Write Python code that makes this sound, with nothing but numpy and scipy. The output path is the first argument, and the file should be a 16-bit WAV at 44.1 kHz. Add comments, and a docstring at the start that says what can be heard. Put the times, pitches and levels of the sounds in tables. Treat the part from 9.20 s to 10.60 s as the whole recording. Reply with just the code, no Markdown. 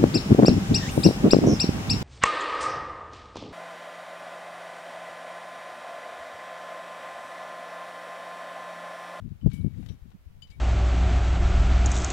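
"""Clinking gear below a cliff

Outdoors at the foot of a rock cliff, two small pieces of metal gear swing close to the left microphone.
They clink and ring thinly when they strike, and tick and rub as their surfaces stick and slip.
Gusts buffet the same port with a low rumble, over a faint hiss of open air on both sides."""
import sys
import numpy as np
from scipy import signal
from scipy.fft import rfft, irfft, next_fast_len
from scipy.io import wavfile
from scipy.ndimage import uniform_filter1d

SR = 44100
rng = np.random.default_rng(int(sys.argv[2]) if len(sys.argv) > 2 else 0)


def int16_out(signal):
    """Quantize to a 16-bit WAV file."""
    q = np.round(np.clip(np.atleast_2d(signal).T, -1, 1) * 32767)
    wavfile.write(sys.argv[1], SR, q.astype(np.int16))


N = 61739
T = np.arange(N) / SR
FFT_SIZE = 2 * next_fast_len(N // 2 + 1)
HZ = np.maximum(np.arange(FFT_SIZE // 2 + 1) * SR / FFT_SIZE, 1)


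# The modes of the long-ringing and the short-ringing piece.
# Each row: frequency in Hz, relative level in dB, seconds to fall 60 dB.
LONG_PIECE_MODES = [(2259, 0, .65), (3190, -11, .25), (3811, -8, .3), (5720, -10, .19), (7590, -15, .25),
                    (8288, -9, .19), (9393, -14, .7), (11200, -9, .09), (14606, -16, .28),
                    (14614, -19, .28), (15368, -13, .26)]
SHORT_PIECE_MODES = [(3013, 0, .135), (3730, -18, .08), (4758, -11, .095), (6870, -18, .06),
                     (7150, -19, .07), (11300, -27, .05)]
# Their strikes, close on the left. Each row: start in seconds, level in dB, favoured frequency in Hz,
# reach around it in octaves, seconds of free ringing.
LONG_PIECE_HITS = [(0.3154, -51.5, 2170, 0.59, 0.28), (0.333, -51.5, 11300, 1.0, 0.13),
                   (.346, -59, 3900, 0.66, 0.17), (.4121, -64.5, 9800, 0.46, .07),
                   (.597, -59, 9500, 0.08, .025), (0.687, -43.5, 5740, 0.12, 0.058),
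                   (1.303, -61, 9500, .12, .12), (1.314, -54, 2230, 0.17, 0.042),
                   (1.314, -58.5, 3850, .08, .1), (1.321, -55, 7500, 0.041, 0.017)]
SHORT_PIECE_HITS = [(0.211, -55, 3000, 0.45, 0.0026), (.222, -63, 3800, .9, .08),
                    (0.335, -52.5, 3040, .8, 0.17), (.272, -54, 4830, .25, 0.071),
                    (0.376, -55.5, 3000, .5, .13), (0.461, -65, 3000, .5, 0.048),
                    (.688, -80, 3540, 0.23, 0.0044), (1.2215, -37, 3200, 3.5, 0.013),
                    (1.231, -41, 4300, 1.2, 0.03), (1.286, -58.5, 3000, .5, 0.0073),
                    (1.303, -44, 4760, 0.11, 0.018)]

def clinks(modes, hits, rise_s=.001, damped_t60_s=.065):
    """Each hit sets the modes ringing until the piece comes to rest against something and is damped."""
    out = np.zeros(N)
    for start, db, favoured_hz, reach, free_s in hits:
        age = T[T >= start] - start
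        damping_db = 60 * np.maximum(age - free_s, 0) / damped_t60_s
        envelope = (1 - np.exp(-age / rise_s)) * from_db(db - damping_db)
        for hz, mode_db, t60 in modes:
            ring = from_db(mode_db - 60 * age / t60) * np.sin(2 * np.pi * hz * age)
            out[N - len(age):] += excitation(hz, favoured_hz, reach) * envelope * ring
    return out


def excitation(hz, favoured_hz, reach_octaves):
    """The point of contact excites the frequencies around one pitch most strongly."""
    return (1 + (np.log2(hz / favoured_hz) / reach_octaves) ** 4) ** -.5


# The colour of dry metal contact. Each row: frequency in Hz, relative level in dB.
CONTACT_SPECTRUM = [(300, 8), (700, 1.5), (1400, 0.5), (2500, -2.5), (3900, -4), (5500, -10), (7500, -11),
                    (9500, -16.5), (11300, -11), (16000, -20.5)]

def stick_slip(per_s, spread_db, emphasis=1):
    """Surfaces catch and let go in dense, tiny clicks of uneven size."""
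    sizes = from_db(spread_db * np.minimum(rng.exponential(1, N), 4)) * rng.choice([-1, 1], N)
    clicks = sizes * (rng.random(N) < per_s / SR)
    return unit_rms(coloured(clicks, gain_at(CONTACT_SPECTRUM, HZ) * emphasis))


# Dry touches beside the microphone. Each row: start in seconds, level in dB, seconds to fall 60 dB,
# favoured frequency in Hz, reach around it in octaves.
DRY_CONTACTS = [(0.091, -56, 0.016, 1800, 2), (0.213, -63, 0.052, 3000, 0.78), (.272, -66, 0.12, 4350, .8),
                (0.3006, -57, 0.11, 3600, 1.4), (0.3142, -53, 0.14, 3120, 0.97),
                (0.3325, -53.5, 0.24, 8500, 1.36), (0.333, -57, 0.052, 10800, 0.054),
                (0.411, -54.5, 0.028, 3940, 0.086), (0.5416, -55.5, 0.045, 2040, 0.31),
                (0.5732, -57, 0.06, 3000, 3.6), (0.6261, -50.5, 0.055, 1100, 1.3),
                (0.6608, -42, .025, 2240, 2), (0.6868, -48.5, 0.026, 1500, 3),
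                (0.687, -48.5, 0.088, 3370, 0.43), (.797, -78, 0.036, 1500, 2),
                (0.903, -58, 0.03, 1200, 6.6), (0.916, -52, 0.036, 1160, 1.2),
                (1.2198, -55, 0.09, 4830, 1.3), (1.232, -58.5, 0.11, 4000, 0.5),
                (1.271, -62, 0.12, 4070, 0.66), (1.3012, -55, 0.14, 4300, 0.93)]

def ticks(rise_s=.0004):
    """A dry contact is a sharp burst of chatter that dies quickly."""
    out = np.zeros(N)
    for start, db, t60, favoured_hz, reach in DRY_CONTACTS:
        age = np.maximum(T - start, 0)
        chatter = stick_slip(per_s=4200, spread_db=2.5, emphasis=excitation(HZ, favoured_hz, reach))
        out += chatter * (1 - np.exp(-age / rise_s)) * from_db(db - 60 * age / t60)
    return out


# The rise and fall of the scraping. Each row: time in seconds, level in dB.
RUB_LEVELS = [(0, -76), (.19, -75), (.29, -66), (.35, -62), (.43, -65), (.5, -66.5), (.58, -62),
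              (.65, -60.5), (.72, -60.5), (.78, -70.5), (.9, -73), (1.05, -84), (1.21, -97), (1.25, -80),
              (1.4, -66.5)]

def rubbing():
    """The pieces slide over each other as they swing, with a faint, grainy scrape."""
    return from_db(in_time(RUB_LEVELS)) * stick_slip(per_s=6000, spread_db=2)


def through_metal(contact, ring_db=4.5, half_width_hz=9.4):
    """Contact noise is heard directly and through the modes, which are broader while the pieces touch."""
    modes = LONG_PIECE_MODES + SHORT_PIECE_MODES
    resonances = sum(1 / (1 + 1j * (HZ - hz) / half_width_hz) for hz, _, _ in modes)
    return coloured(contact, 1 + from_db(ring_db) * resonances)


# The colour of wind on a microphone port. Each row: frequency in Hz, relative level in dB.
WIND_SPECTRUM = [(20, -39), (45, -8.5), (88, -0.5), (165, -2.5), (250, -10), (350, -23.5), (500, -34),
                 (750, -50.5), (1200, -80), (2000, -105)]

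def rumble(pitch=1, eddy_s=.027, evenness=.88):
    """Turbulent noise of nearly even strength; faster eddies shift its colour upward."""
    noise = unit_rms(coloured(rng.standard_normal(N), gain_at(WIND_SPECTRUM, HZ / pitch)))
    power = abs(signal.hilbert(noise)) ** 2 / 2
    window = int(eddy_s * SR)
    local_power = uniform_filter1d(uniform_filter1d(power, window), window)
    return noise / local_power ** (evenness / 2)


# Wind across the left port. Each row: time in seconds, level of the low rumble in dB.
GUST_LEVELS = [(0, -40.5), (.025, -34), (.075, -31), (.097, -43.5), (.135, -41), (.166, -43.5), (.2, -57.5),
               (.235, -27), (.315, -34.5), (.37, -34), (.41, -24), (.44, -35.5), (.505, -36.5), (.55, -36),
               (.575, -31), (.68, -37), (.74, -36), (.795, -58.5), (.84, -45.5), (.89, -43.5), (.925, -59),
               (1.04, -69), (1.1, -50.5), (1.23, -49), (1.275, -55), (1.355, -83), (1.4, -32.5)]

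def gusts(pivot_hz=119, reference_db=-25, brightening=.42):
    """Airflow rumbles on the port; stronger flow is also brighter in the octaves above the pivot."""
    flow_db = in_time(GUST_LEVELS)
    tilt_db_per_octave = brightening * (flow_db - reference_db)
    noise, out = rumble(), np.zeros(N)
    for octave in range(-4, 5):
        band_gain = np.maximum(1 - abs(np.log2(HZ / pivot_hz) - octave), 0)
        out += coloured(noise, band_gain) * from_db(flow_db + tilt_db_per_octave * max(octave, 0))
    return out


# Single eddies, hard on the left port and a few faint ones on the right.
# Each row: centre in seconds, level in dB, half length in seconds, pitch of the rumble as a ratio.
LEFT_EDDIES = [(.065, -30, 0.0081, 0.89), (.119, -30.5, 0.0071, 0.79), (.248, -18.5, 0.0022, 0.76),
               (.268, -13, 0.0039, 1.42), (.281, -14, 0.0056, 0.68), (.341, -24.5, 0.0044, 0.98),
               (.453, -22, 0.0071, 1.15), (.471, -19.5, 0.0054, 1.025), (.59, -31.5, 0.016, 0.95),
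               (.71, -29.5, 0.0049, 1.25), (.828, -31.5, 0.0036, 0.28), (.86, -39, 0.0023, 1.1),
               (1.07, -37, 0.0058, 0.6), (1.17, -43.5, 0.01, 0.38), (1.31, -37.5, 0.0064, 0.51),
               (1.38, -41.5, 0.013, 0.71)]
RIGHT_EDDIES = [(.6, -51, .014, .8), (.948, -42, .008, .8), (1.25, -48, .01, .7), (1.375, -53, .004, 1.7)]

def buffets(eddies):
    """Each eddy hits the port as a short, bell-shaped swell of rumble."""
    out = np.zeros(N)
    for centre, db, half_s, pitch in eddies:
        swell = np.exp(-((T - centre) / (2 * half_s)) ** 2)
        out += from_db(db) * swell * rumble(pitch)
    return out


# The hardest eddies on the left port. Each row: centre in seconds, peak level in dB, pitch as a ratio.
PRESSURE_SLAPS = [(.263, -4, 1.26), (0.448, -15.5, 1.3)]

def slaps():
    """A hard eddy slaps the port: pressure swings one way and back, with the colour of the wind."""
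    out = np.zeros(N)
    for centre, db, pitch in PRESSURE_SLAPS:
        phase = 1j * np.exp(-2j * np.pi * HZ * centre)  # the quarter turn makes two opposite lobes
        swing = irfft(gain_at(WIND_SPECTRUM, HZ / pitch) * phase, FFT_SIZE)[:N]
        out -= from_db(db) * swing / abs(swing).max()
    return out


# Open air all around. Each row: frequency in Hz, level in dB per Hz before each side's trim.
AIR_SPECTRUM = [(20, -77.5), (50, -72.5), (100, -83), (180, -93), (400, -99), (1000, -103), (2500, -107),
                (5000, -114), (9000, -119), (13000, -116), (16000, -117)]

def open_air(trims_db=(-.5, -1)):
    """Faint, steady rumble and hiss, unrelated on the two sides."""
    gain = gain_at(AIR_SPECTRUM, HZ) * np.sqrt(SR / 2)
    return np.array([from_db(db) * coloured(rng.standard_normal(N), gain) for db in trims_db])


def from_db(db):
    """Decibels to gain."""
    return 10 ** (np.asarray(db) / 20)


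def unit_rms(x):
    """Scale to unit power."""
    return x / np.sqrt(np.mean(x ** 2) + 1e-20)


def in_time(rows):
    """Join timed points into a curve with a value at every sample."""
    return np.interp(T, *np.transpose(rows))


def gain_at(spectrum, hz):
    """Read a dB spectrum as gain, on a log-frequency axis."""
    points_hz, db = np.transpose(spectrum)
    return from_db(np.interp(np.log(hz), np.log(points_hz), db))


def coloured(x, gain):
    """Filter by one gain per frequency."""
    return irfft(rfft(x, FFT_SIZE) * gain, FFT_SIZE)[:N]


def scene(gear_right_db=-52):
    """The gear hangs hard left, by the port that takes the gusts; open air lies on both sides."""
    gear = clinks(LONG_PIECE_MODES, LONG_PIECE_HITS) + clinks(SHORT_PIECE_MODES, SHORT_PIECE_HITS)
    gear += through_metal(ticks() + rubbing())
    left = gear + gusts() + buffets(LEFT_EDDIES) + slaps()
    right = from_db(gear_right_db) * gear + buffets(RIGHT_EDDIES)
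    return np.array([left, right]) + open_air()


def record(dry):
    """A steep low-pass cuts the highest treble."""
    cutoff_hz = 15850
    return signal.sosfilt(signal.ellip(12, .1, 80, cutoff_hz, fs=SR, output="sos"), dry)


dry = scene()
out = record(dry)
int16_out(out)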